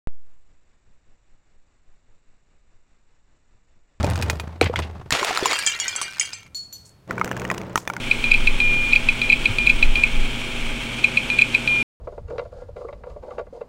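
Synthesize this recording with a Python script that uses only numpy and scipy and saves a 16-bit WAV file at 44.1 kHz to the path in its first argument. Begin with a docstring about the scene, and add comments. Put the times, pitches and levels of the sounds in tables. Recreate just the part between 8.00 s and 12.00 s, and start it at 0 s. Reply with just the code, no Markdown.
"""Dry ticks and ringing knocks come in bursts from an open hard drive, close to the microphone.
Its arm ticks as it sets off on a seek and knocks as it brakes; after some small moves the servo
sings on the arm's main resonance. Behind it, in a quiet room, the platter hums and whirs at 120
turns a second, and its draught rumbles on the microphone."""
import sys
import numpy as np
from scipy import signal
from scipy.fft import rfft, irfft
from scipy.io import wavfile

SR = 44100
rng = np.random.default_rng(int(sys.argv[2]) if len(sys.argv) > 2 else 0)


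def store_wav(level_fs):
    """Save 16-bit WAV to argv[1]."""
    pcm = np.round(np.clip(np.atleast_2d(level_fs), -1, 1) * 32767)
    wavfile.write(sys.argv[1], SR, pcm.T.astype(np.int16))


N = 176400


# The arm at work, close up. Each row: start in seconds, tick gain in dB, travel until braking
# in seconds, knock gain in dB, rasp gain in dB relative to RASP_DB.
ARM_SEEKS = [(0.1124, 3, 0.00062, -2, -6), (0.3141, -2.5, 0.0025, 1, 1), (0.3405, 3.5, 0.0044, -0.5, -5),
             (0.4723, 6.5, 0.00079, 0, -5), (.9280, -5.5, 0.0038, 1, 2), (.9569, -6, 0.0027, 1, 4),
             (1.0873, 5, 0.00082, -0.5, -17), (1.2966, -4, .0028, 1.5, 1), (1.3251, -3, 0.0025, 1.5, 4.5),
             (1.4557, 4, 0.000806, -0.5, -6), (1.6675, 3.5, 0.0037, 1, 1.5), (1.6960, 1.5, 0.0027, 2, 2),
             (1.8270, 5.5, 0.00087, -1.5, -6), (2.0350, -1, .0011, 2.5, -11.5),
             (3.0412, 2.5, 0.0022, 1, -22), (3.1718, 1.5, 0.00084, -1, -9.5),
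             (3.3868, 2.5, 0.0023, 1.5, -6), (3.4147, 1, 0.0046, 1.5, -1.5), (3.547, 4.5, .0008, 0, 2.5)]
# The arm's bending modes, rung by braking. Each row: pitch in Hz, relative level in dB, t60 in seconds.
BENDING_MODES = [(2209, -19.5, 0.096), (2416, -3.5, 0.053), (2569, -5, 0.028), (2710, -24, .018)]
RASP_DB = -14

def seeks():
    """The arm rasps and ticks as it sets off, and knocks as it brakes."""
    out = np.zeros(N)
    for start, tick_db, travel, knock_db, rasp_db in ARM_SEEKS:
        swell_s, judder = rasp()
        add(out, start - swell_s, amp(RASP_DB + rasp_db) * judder)
        add(out, start - PUSH_LEAD_S, amp(tick_db) * tick())
        add(out, start + travel, amp(knock_db) * ring(BENDING_MODES))
    return out


# The stiffer modes of arm and coil. Each row: pitch in Hz, relative level in dB, t60 in seconds.
STIFF_MODES = [(1570, -68.5, .02), (2184, -21.5, 0.0061), (2476, -13, 0.034), (3267, -22.5, 0.02),
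               (3360, -24.5, 0.021), (4010, -23.5, 0.031), (4685, -33, 0.024), (5250, -43, .006),
               (9220, -44, 0.011), (12300, -50.5, .012)]
PUSH_LEAD_S, PUSH_DB = 0.0016, -16
SNAP_DB, SNAP_PEAK_S, SNAP_TOP_HZ = -35.5, 0.002, 7500

def tick():
    """The coil takes up the load with a light push, then jerks the arm: it rings, with a soft snap."""
    out = amp(PUSH_DB) * ring(STIFF_MODES, unevenness=0.96)
    add(out, PUSH_LEAD_S, ring(STIFF_MODES, unevenness=0.89))
    t = np.arange(len(out)) / SR
    snap = signal.lfilter(*signal.butter(2, SNAP_TOP_HZ, fs=SR), rng.standard_normal(len(t)))
    envelope = t / SNAP_PEAK_S * np.exp(1 - t / SNAP_PEAK_S)
    return out + amp(SNAP_DB) * envelope * snap


def rasp(samples=1024, rise_s=0.0045):
    """The coil judders as it speeds the arm up; returns the swell's length in seconds and the sound."""
    swell = np.exp(np.arange(-samples, 0) / SR / rise_s)
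    body = ring(STIFF_MODES)
    judder = swell * rng.standard_normal(samples)
    return samples / SR, signal.fftconvolve(judder, body / np.linalg.norm(body))


def ring(modes, unevenness=0, detune=0.0023, spread_db=1.5):
    """Dying modes of alternating sign swell together, then beat; uneven blows vary pitch and colour."""
    t = np.arange(SR // 10) / SR
    stretch, colour = unevenness * rng.standard_normal((2, len(modes)))
    out = np.zeros(len(t))
    for k, (hz, db, t60) in enumerate(modes):
        envelope = amp(db + spread_db * colour[k] - 60 * t / t60)
        out += (-1) ** k * envelope * np.sin(2 * np.pi * hz * (1 + detune * stretch[k]) * t)
    return out


# Small moves that leave the servo singing. Each row: start in seconds, tick gain in dB,
# tone length in seconds, tone level in dB, fade in dB per second.
SERVO_MOVES = [(0.241, 2, 0.063, -16, 169), (0.6023, 3, 0.32, -14.5, 19.5), (1.2166, 3.5, 0.066, -15, 170),
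               (1.585, 4.5, .079, -15, 140), (1.9558, 3, 0.078, -15, 102), (3.301, 2.5, 0.078, -15.5, 154),
               (3.6758, 2, 0.15, -15, 11)]
SING_HZ, SING_RISE_S, SING_STOP_S, SING_WAVER = 2415, 0.0024, 0.0036, 0.061

def servo():
    """A tick, then the servo holds the arm ringing; returns the ticks and the tone apart."""
    ticks, tone = np.zeros(N), np.zeros(N)
    for start, tick_db, length, tone_db, fade in SERVO_MOVES:
        t = np.arange(0, length, 1 / SR)
        gate = (1 - np.exp(-t / SING_RISE_S)) * np.minimum((length - t) / SING_STOP_S, 1)
        add(ticks, start - PUSH_LEAD_S, amp(tick_db) * tick())
        add(tone, start, gate * amp(tone_db - fade * t) * np.sin(2 * np.pi * SING_HZ * t))
    return ticks, tone * (1 + SING_WAVER * wander(rate_hz=40))


# The hum under the clicks. Each row: pitch in Hz, rms level in dB.
SPINDLE_HUM = [(39.6, -43), (120, -40.5), (152.4, -49.5), (229, -46.5), (240, -40), (278, -54),
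               (360, -55.5), (380, -50), (513, -50.5), (541.7, -52.5), (652, -51), (807, -59.5), (837, -52),
               (930, -55)]
# A faint whistle, fading away. Each row: time in seconds, rms level in dB.
WHISTLE_LEVELS = [(0, -65), (1.9, -66), (2.6, -70), (3.8, -80.5)]
HUM_WAVER, HUM_DRIFT_HZ = 0.11, 0.85
WHISTLE_HZ, WHISTLE_WAVER = 15735, 0.3

def spindle():
    """Spindle and bearings hum, wavering in level and pitch, with a thin whistle far above."""
    t = np.arange(N) / SR
    hum = np.zeros(N)
    for hz, db in SPINDLE_HUM:
        level = amp(db) * (1 + HUM_WAVER * wander(rate_hz=5))
        cycles = rng.random() + np.cumsum(hz + HUM_DRIFT_HZ * wander(rate_hz=4.2)) / SR
        hum += level * np.sin(2 * np.pi * cycles)
    level = amp(np.interp(t, *np.transpose(WHISTLE_LEVELS))) * (1 + WHISTLE_WAVER * wander(rate_hz=12))
    whistle = level * np.sin(2 * np.pi * WHISTLE_HZ * t)
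    return np.sqrt(2) * (hum + whistle)


# The whir beside the open platter. Each row: frequency in Hz, relative noise density in dB.
WHIR_SPECTRUM = [(30, -21.5), (60, -12.5), (100, -11.5), (135, -11.5), (185, -11.5), (225, -11),
                 (255, -9.5), (290, -9), (340, -14), (410, -13), (490, -16.5), (730, -20.5), (900, -18),
                 (1080, -19), (1550, -16.5), (1750, -20), (2000, -19), (2200, -9), (2370, -6),
                 (2800, -13.5), (3170, -10), (3600, -17.5), (3850, -23), (4150, -22), (4800, -29),
                 (5600, -27), (6100, -29.5), (7200, -29.5), (8250, -29), (8600, -31.5), (9600, -33.5),
                 (10300, -38.5), (12800, -43), (15800, -52.5)]
WHIR_DB, WHIR_FLICKER_DB, TURN_HZ, TURN_DEPTH = -29.5, 0.77, 120, 0.06

def whir():
    """Air sheared by the platter flickers in level and pulses slightly with each turn."""
    t = np.arange(N) / SR
    pulse = 1 + TURN_DEPTH * np.sin(2 * np.pi * TURN_HZ * t)
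    return noise(WHIR_SPECTRUM) * amp(WHIR_DB + WHIR_FLICKER_DB * wander(rate_hz=44)) * pulse


# Wind rumble right on the microphone. Each row: frequency in Hz, relative noise density in dB.
DRAUGHT_SPECTRUM = [(4, -41.5), (10, -22), (14, 3.5), (22, -4), (27, -16), (33, -22.5), (39, -12),
                    (46, -15.5), (56, -36.5), (90, -32), (200, -88)]
# Its rise and fall. Each row: time in seconds, level in dB.
DRAUGHT_LEVELS = [(0, -27.5), (.2, -23.5), (.33, -22.5), (.58, -17.5), (.85, -24.5), (1.15, -25),
                  (1.5, -24.5), (1.68, -16), (2.08, -14.5), (2.26, -17), (2.42, -29.5), (2.7, -24),
                  (3.0, -38.5), (3.8, -52)]
PUFF_AT_S, PUFF_WIDTH_S, PUFF_HZ, PUFF_DB = 1.503, 0.016, 99.6, -21.5

def draught():
    """Air from the platter buffets the microphone; one soft, low bump stands out."""
    t = np.arange(N) / SR
    rumble = noise(DRAUGHT_SPECTRUM) * amp(np.interp(t, *np.transpose(DRAUGHT_LEVELS)))
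    puff_level = amp(PUFF_DB) * np.exp(-((t - PUFF_AT_S) / PUFF_WIDTH_S) ** 2)
    return rumble + puff_level * np.sin(2 * np.pi * PUFF_HZ * t)


# The quiet room around the drive. Each row: frequency in Hz, t60 in seconds.
ROOM_DECAY = [(200, .25), (2400, 0.14), (8000, .15)]
ROOM_DB, ROOM_DELAY_S = -14, 0.0089

def room(sound):
    """Desk and walls send a short, diffuse tail back to the microphone."""
    hz, t, spectra = signal.stft(rng.standard_normal(SR // 2), SR, nperseg=256)
    decay = amp(-60 * t / at_frequency(ROOM_DECAY, hz)[:, None])
    tail = signal.istft(spectra * decay, SR, nperseg=256)[1]
    tail *= np.arange(len(tail)) > ROOM_DELAY_S * SR
    return amp(ROOM_DB) * signal.fftconvolve(sound, tail / np.linalg.norm(tail))[:N]


def amp(db):
    """Decibels to gain."""
    return 10 ** (np.asarray(db) / 20)


def unit(x):
    """Scales to rms 1."""
    return x / np.sqrt(np.mean(x ** 2) + 1e-20)


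def at_frequency(points, hz):
    """Reads a table on a log-frequency axis."""
    table_hz, values = np.transpose(points)
    return np.interp(np.log(hz + 1), np.log(table_hz + 1), values)


def add(mix, start_s, sound):
    """Mixes a sound in at the given time."""
    part = mix[max(round(start_s * SR), 0):][:len(sound)]
    part += sound[:len(part)]


def noise(spectrum):
    """Noise of rms 1 with the given spectral shape."""
    gain = amp(at_frequency(spectrum, np.fft.rfftfreq(N, 1 / SR)))
    return unit(irfft(rfft(rng.standard_normal(N)) * gain, N))


def wander(rate_hz):
    """Slow random movement of rms 1."""
    rolloff = 1 + (np.fft.rfftfreq(N, 1 / SR) / rate_hz) ** 4
    return unit(irfft(rfft(rng.standard_normal(N)) / rolloff, N))


def scene():
    """The drive at one close microphone; only the clicks carry into the room."""
    ticks, tone = servo()
    clicks = seeks() + ticks
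    return (clicks + room(clicks) + tone + spindle() + whir() + draught())[None]


OVERLOAD_KNEE, STOP_S, TOP_HZ = 4.94, 3.8294, 16100

def record(dry):
    """The loudest knocks overload softly, the sound stops dead, and the highest treble is cut."""
    pressed = dry / (1 + abs(dry) ** OVERLOAD_KNEE) ** (1 / OVERLOAD_KNEE)
    gate = np.arange(N) < STOP_S * SR
    lowpass = signal.firwin(511, TOP_HZ, window=("kaiser", 9), fs=SR)
    return signal.oaconvolve(pressed * gate, lowpass[None], "same")


dry = scene()
out = record(dry)
store_wav(out)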